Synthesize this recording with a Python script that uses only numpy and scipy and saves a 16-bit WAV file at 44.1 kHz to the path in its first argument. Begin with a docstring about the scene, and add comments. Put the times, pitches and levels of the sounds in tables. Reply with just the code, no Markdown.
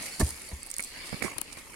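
"""A crunch and a thud, close by: a heavy stone tips onto dry, leafy ground and rocks back once.
The soil gives under it and damps its ringing. As it is shifted, twigs and grit snap to the right,
pebbles clink and a foot scuffs, amid rustling leaves and cloth. Fingers bump the two microphone
ports, each touch almost only on its own side. Far off, small birds chirp over the outdoor hush."""
import sys
import numpy as np
from scipy import signal
from scipy.fft import rfft, irfft, next_fast_len
from scipy.io import wavfile
from scipy.ndimage import uniform_filter1d

SR = 44100
rng = np.random.default_rng(int(sys.argv[2]) if len(sys.argv) > 2 else 0)


def wrap_up_sound(samples):
    """Save the sound to the file named by the first command line argument, as 16-bit audio."""
    columns = np.atleast_2d(samples).T
    # keep every value between -1 and 1, then stretch to whole-number steps
    tamed = np.clip(columns, -1, 1)
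    steps = np.round(tamed * 32767).astype(np.int16)
    wavfile.write(sys.argv[1], SR, steps)


N = 77175


def amp(db):
    """Decibels to gain."""
    return 10 ** (np.asarray(db) / 20)


def unit(x):
    """Scale to rms 1."""
    return x / np.sqrt(np.mean(x ** 2) + 1e-20)


def along(points, hz):
    """Read a curve of (f/Hz, value) points on a log frequency axis."""
    f, value = np.transpose(points)
    return np.interp(np.log(hz + 1), np.log(f + 1), value)


def clock():
    """Seconds at every sample."""
    return np.arange(N) / SR


def filtered(x, response):
    """Shape x by a gain given as a function of frequency."""
    size = next_fast_len(N + 8192)
    return irfft(rfft(x, size) * response(np.fft.rfftfreq(size, 1 / SR)), size)[..., :N]


def add(track, at, sound):
    """Mix a sound in at a time in seconds."""
    start = max(0, round(at * SR))
    track[..., start:] += sound[..., :N - start]


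def pan(db):
    """Port gains for a level difference, left minus right."""
    return amp([[db / 2], [-db / 2]])


def strike(rise, t60):
    """Envelope of an impact: linear rise, exponential fall, both in seconds."""
    t = clock()
    return np.minimum(t / rise, 1) * amp(-60 * np.maximum(t - rise, 0) / t60)


def grains(spectrum, spiky_db, rate=1500):
    """Stereo noise of rms 1, made of tiny grains of uneven size, `rate` of them a second."""
    # likeness of the sound at the two ports: f/Hz, correlation
    likeness = [(60, 0.47), (250, 0.77), (1000, 0.49), (2500, 0.13), (10000, 0.083)]
    knots = rng.standard_normal(int(N * rate / SR) + 4)
    size = amp(spiky_db * np.interp(clock() * rate, np.arange(len(knots)), knots))

    def mid_side_gains(hz):
        width = np.arccos(np.clip(along(likeness, hz), -1, 1)) / 2
        return amp(along(spectrum, hz)) * [np.cos(width), np.sin(width)]

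    mid, side = filtered(size * rng.standard_normal((2, N)), mid_side_gains)
    return unit(np.array([mid + side, mid - side]))


def push(hz, t60):
    """A soft, quickly damped low swing."""
    return -np.sin(2 * np.pi * hz * clock()) * strike(0.00226, t60)


def ring(hz, t60):
    """One damped mode."""
    return np.sin(2 * np.pi * hz * clock()) * strike(0.00041, t60)


def snap(hz, rise, spread_hz, low_cut_hz=3060):
    """A millisecond of bright ringing with unsteady pitch."""
    t = clock()
    age = t / rise
    envelope = (age / 2) ** 2 * np.exp(2 - age)
    phase_drift = np.cumsum(rng.standard_normal(N)) * np.sqrt(2 * np.pi * spread_hz / SR)
    burst = envelope * np.sin(2 * np.pi * hz * t + phase_drift)
    return filtered(burst, lambda f: f ** 2 / (f ** 2 + low_cut_hz ** 2))


def patchy(x, depth_db=2.5):
    """Narrow bands swell and fade at random."""
    bands = signal.stft(x, nperseg=512)[2]
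    swell = uniform_filter1d(rng.standard_normal(bands.shape[1:]), size=3, axis=0)  # across frequency
    swell = uniform_filter1d(swell, size=9, axis=1)  # across time
    return signal.istft(bands * amp(depth_db * unit(swell)), nperseg=512)[1][:, :N]


def outdoor_hush():
    """Open air all round the microphone: a low rumble under a faint hiss."""
    # colour of the hush: f/Hz, relative level/dB
    air = [(20, 31), (70, 19), (150, 5), (300, 0), (550, 12), (800, -8.5), (1400, -35.5), (2200, -7),
           (3500, -5.5), (6000, -7.5), (9500, 0.5), (16000, -10)]
    return amp(-52) * grains(air, spiky_db=3.0)


def far_birds(chirp_s=0.05, flutter_depth=0.6):
    """Thin gliding chirps from far off, fluttering on their way through the trees."""
    # bird calls: t/s, start f/Hz, end f/Hz, level/dB
    chirps = [(.108, 4200, 4800, -47.5), (0.146, 7200, 7250, -52), (0.279, 4050, 4700, -57),
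              (0.467, 4180, 4900, -53), (.605, 5040, 4200, -54), (0.668, 4200, 4800, -54),
              (0.851, 4200, 4800, -51), (1.221, 6700, 7100, -51), (1.274, 6930, 6500, -51),
              (1.435, 4000, 5200, -77)]
    out = np.zeros(N)
    progress = np.minimum(clock() / chirp_s, 1)
    for at, start_hz, end_hz, db in chirps:
        hz = start_hz + (end_hz - start_hz) * progress
        chirp = np.sin(np.pi * progress) * np.sin(2 * np.pi * np.cumsum(hz) / SR)
        flutter = 1 + flutter_depth * unit(filtered(rng.standard_normal(N), lambda f: f < 200))
        add(out, at, amp(db) * flutter * chirp)
    return out


def movement():
    """Near the microphone, leaves rustle, a hand slides and cloth shuffles as the stone is handled."""
    # loudness of leaf litter, hand and cloth: t/s, level/dB
    leaf_levels = [(0, -42.5), (.06, -42), (.18, -44), (.27, -37), (.35, -45.5), (.5, -47.5), (.6, -51.5),
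                   (.85, -52.5), (1.1, -48), (1.3, -48.5), (1.4, -54), (1.75, -51.5)]
    hand_levels = [(0, -45), (.15, -46.5), (.3, -50), (.6, -55), (.82, -52.5), (.92, -47.5), (1.0, -44),
                   (1.12, -44.5), (1.2, -47.5), (1.33, -57), (1.5, -53), (1.62, -54.5), (1.75, -73)]
    cloth_levels = [(0, -43), (.15, -57.5), (.3, -57), (.42, -55.5), (.9, -60.5), (1.0, -51.5), (1.2, -46),
                    (1.28, -41.5), (1.36, -46), (1.46, -52.5), (1.75, -52.5)]
    # their colours: f/Hz, relative level/dB
    leaf_colour = [(200, 3), (1500, -1.5), (3500, -6.5), (6000, 3), (9500, 4.5), (12000, -0.5),
                   (16000, -13)]
    hand_colour = [(200, -5.5), (1400, -5), (1900, 5), (2800, 2.5), (3700, -0.5), (4300, 2.5), (5200, 1),
                   (6200, -30), (16000, -21)]
    cloth_colour = [(30, -11.5), (120, -3.5), (270, 4), (700, -4.5), (1150, -1), (1600, -9), (2600, 1.5),
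                    (4000, -21), (16000, -40)]
    gain = lambda levels: amp(np.interp(clock(), *np.transpose(levels)))
    leaves = gain(leaf_levels) * grains(leaf_colour, spiky_db=3, rate=980)
    hand = gain(hand_levels) * grains(hand_colour, spiky_db=3)
    cloth = gain(cloth_levels) * grains(cloth_colour, spiky_db=4, rate=200)
    return patchy(leaves + hand + cloth)


def fingers_on_ports(crosstalk_db=-27):
    """Handling noise on the microphone: each touch is heard almost only in the port next to it."""
    # finger bumps: t/s, rasp level/dB, rasp t60/s, port (0 left, 1 right),
    # push f/Hz, push level/dB, rasp dull above f/Hz
    bumps = [(1.1285, -27.5, 0.028, 1, 202, -24.5, 900), (1.142, -37, 0.05, 1, 158, -21, 700),
             (1.22, -25, 0.015, 1, 206, -36, 6000), (1.2235, -16.5, 0.015, 1, 223, -20, 9000),
             (1.237, -25, 0.05, 1, 130, -22, 5000), (1.246, -18, 0.015, 1, 376, -17.5, 2200),
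             (1.252, -30, 0.15, 1, 192, -22.5, 3000), (1.363, -47, 0.056, 0, 90, -33, 600),
             (1.386, -25.5, 0.0061, 0, 297, -33.5, 6000), (1.4169, -29, 0.015, 0, 312, -43, 3000),
             (1.572, -38, 0.026, 1, 166, -39.5, 1000)]
    # fingernail clicks at the left port: t/s, level/dB, f/Hz
    clicks = [(1.3828, -12.5, 10500), (1.3858, -20, 4300), (1.4078, -32, 10400), (1.4128, -27, 10400),
              (1.4151, -9.5, 10630)]
    # colours of the touched case and of the nail: f/Hz, relative level/dB
    case = [(50, -7), (220, -0.5), (600, 0.5), (850, -5), (1500, -4.5), (2400, -1), (3300, -17),
            (6000, -37), (16000, -28)]
    nail = [(200, -11), (1500, -2), (4000, 1.5), (8000, -3), (16000, -20)]
    out = np.zeros((2, N))
    for at, db, t60, port, hz, push_db, dull_hz in bumps:
        friction = grains(case, spiky_db=0.5)[0]
        dulled = unit(filtered(friction, lambda f: 1 / np.hypot(1, f / dull_hz)))
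        rasp = amp(db) * strike(0.00048, t60) * dulled
        add(out[round(port)], at, rasp + amp(push_db) * push(hz, t60=0.023))
    for at, db, hz in clicks:
        body = amp(-16) * strike(0.00018, t60=0.0082) * grains(nail, spiky_db=4.5)[0]
        tick = snap(hz, rise=0.0002, spread_hz=2400)
        add(out[0], at, amp(db) * (tick + body))
    return out + amp(crosstalk_db) * out[::-1]


def ground_scatter(hz, rise):
    """The ground's brief answer to a snap: a tail of noise around its pitch."""
    band = lambda f: 1 / np.hypot(1, 1.8 * (f / hz - hz / (f + 1)))
    noise = unit(filtered(rng.standard_normal(N), band))
    return amp(-14) * noise * strike(rise, t60=0.019)


def twigs(rise_s=0.00019, left_lag_s=0.00036, left_db=-5.5):
    """Twigs and grit snap to the right, reaching the left port later and weaker."""
    # snaps at the right port: t/s, level/dB, f/Hz
    snaps = [(0.06, -31, 8950), (0.109, -37, 9400), (.2468, -21, 9150), (.277, -23, 9800),
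             (0.2906, -23, 7640), (0.3061, -20, 9300), (.4195, -27, 9200), (.464, -36, 9600),
             (.4895, -29.5, 9700), (0.6312, -23, 9200), (0.664, -25.5, 9900), (0.6713, -27, 9900),
             (0.7025, -21, 9560), (0.7138, -22, 8600), (0.7139, -17.5, 8100), (0.7405, -17.5, 7040),
             (.7657, -20, 9450), (0.7832, -13.5, 9380), (0.8048, -17, 9600), (.8255, -19, 8660),
             (0.838, -21, 8800), (0.8442, -28, 9000), (0.8467, -20.5, 9000), (1.179, -35, 10100),
             (1.2996, -29, 10400)]
    out = np.zeros((2, N))
    for at, db, hz in snaps:
        tick = snap(hz, rise_s, spread_hz=1620)
        add(out[0], at + left_lag_s, amp(db + left_db) * (tick + ground_scatter(hz, rise_s)))
        add(out[1], at, amp(db) * (tick + ground_scatter(hz, rise_s)))
    return out


def stone_ringing(spread_db=1.5):
    """Stone and pebbles ring briefly in the centre, damped by the soil."""
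    # the stone's edges strike: t/s, level/dB
    strikes = [(0.1959, -42.5), (.2015, -25.5), (.209, -24), (0.2134, -27)]
    # modes of stone and packed soil: f/Hz, relative level/dB, t60/s
    modes = [(216, 0, 0.052), (338, -4, .07), (383, -3.5, .06), (621, -7, 0.079), (730, -13, 0.056),
             (900, -5, 0.043), (1117, -9, 0.056), (1726, -9, 0.052), (1870, -25, 0.03)]
    # pebbles clink: t/s, level/dB, f/Hz, t60/s
    clinks = [(.7949, -28, 2215, 0.026), (0.7954, -40, 1090, 0.021), (1.2625, -28, 1096, .02),
              (1.281, -27, 1110, 0.023)]
    out = np.zeros(N)
    for at, db in strikes:
        for hz, mode_db, t60 in modes:
            add(out, at, amp(db + mode_db + rng.normal(0, spread_db)) * ring(hz, t60))
    for at, db, hz, t60 in clinks:
        add(out, at, amp(db) * ring(hz, t60))
    return out


def stone_on_ground():
    """Close to the microphone, the stone thuds, crushes the soil, scuffs and knocks on pebbles."""
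    # the soil gives under the stone: t/s, level/dB, f/Hz, t60/s
    thuds = [(0.2033, -18, 206, 0.028), (0.2062, -23, 114, 0.01), (0.218, -16, 260, 0.0177),
             (0.23, -12, 72, 0.1), (0.2292, -26.5, 115.7, 0.14), (0.312, -41, 71, .2),
             (0.516, -41.5, 193, 0.14), (0.5308, -27.5, 68, 0.13)]
    # soil is crushed: t/s, level/dB, rise/s, t60/s
    crushes = [(.200, -26.5, 0.0015, 0.057), (.209, -22.5, 0.0017, 0.066), (0.266, -43.5, .012, 0.11),
               (.512, -43.5, 0.0036, 0.21)]
    # gritty scuffs: t/s, level/dB, rise/s, t60/s, left minus right/dB
    scuffs = [(0.019, -39, 0.0069, 0.11, -6), (.058, -35.5, .003, 0.077, 0),
              (.194, -26.5, 0.006, 0.076, -2.5), (.209, -27, 0.00089, 0.048, -1),
              (0.809, -42, 0.019, 0.33, 0), (1.053, -42, 0.007, 0.25, -2), (1.22, -36, 0.0023, 0.12, -6),
              (1.237, -35.5, 0.0033, 0.22, -3.5), (1.52, -41.5, 0.0077, .04, -12),
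              (1.575, -51.5, 0.016, 0.066, -19.5)]
    # hard knocks against pebbles: t/s, level/dB, t60/s, left minus right/dB
    knocks = [(0.7946, -29, 0.048, 0), (1.281, -45, 0.02, 3), (1.316, -42, 0.014, -2),
              (1.572, -43, 0.19, 2), (1.736, -46, 0.023, -10), (1.742, -38.5, 0.022, -2)]
    # colours of the ground's materials: f/Hz, relative level/dB
    soil = [(30, 7), (100, -17), (220, -8), (380, 4.5), (500, -4), (800, -5), (950, 2.5), (1400, -30),
            (1750, -3.5), (2200, -18), (4000, -40), (16000, -41)]
    grit = [(200, -51), (1500, -9.5), (3300, -1.5), (5000, 2.5), (8800, 5), (12000, 0.5), (16000, -10)]
    pebble = [(60, -13), (280, 3.5), (700, -13.5), (1100, 1.5), (1800, -2.5), (2250, 7.5), (3000, -11),
              (5000, -16), (8000, -3.5), (16000, -16.5)]
    out = np.zeros((2, N))
    for at, db, hz, t60 in thuds:
        add(out, at, amp(db) * push(hz, t60))
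    for at, db, rise, t60 in crushes:
        add(out, at, amp(db) * strike(rise, t60) * grains(soil, spiky_db=2))
    for at, db, rise, t60, side_db in scuffs:
        add(out, at, amp(db) * pan(side_db) * strike(rise, t60) * grains(grit, spiky_db=4))
    for at, db, t60, side_db in knocks:
        add(out, at, amp(db) * pan(side_db) * strike(0.00054, t60) * grains(pebble, spiky_db=5.5))
    return out


def scene():
    """The stone and the handling up close, the birds and the hush behind them."""
    close = stone_on_ground() + stone_ringing() + twigs() + fingers_on_ports() + movement()
    return close + far_birds() + outdoor_hush()


def record(dry, low_cut_hz=23.4, top_hz=16000):
    """The microphone: each port has its own resonances; deep bass is thinned, the top cut off."""
    # colour of each port: f/Hz, gain/dB
    left_port = [(100, 0), (1500, -2), (2200, -3.5), (3000, 1.5), (3800, -1.5), (4400, 1), (6000, -1.5),
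                 (8500, -1), (10400, 3.5), (12000, 0.5), (16000, -3.5)]
    right_port = [(100, 0.5), (1500, -1), (1900, 1), (2180, 6.5), (2550, -3.5), (3200, -8.5), (3800, -1.5),
                  (4300, 2), (6000, -2), (7800, 0), (9300, 3), (10500, 0), (12000, -15), (16000, -3)]
    peak_hz, half_width_hz, peak_db = 2250, 36, 2  # narrow resonance of the right port

    def response(hz):
        resonance_db = peak_db / (1 + ((hz - peak_hz) / half_width_hz) ** 2)
        ports = amp([along(left_port, hz), along(right_port, hz) + resonance_db])
        low_cut = hz ** 2 / (hz ** 2 + low_cut_hz ** 2)
        return ports * low_cut * (hz < top_hz)

    return filtered(dry, response)


dry = scene()
out = record(dry)
wrap_up_sound(out)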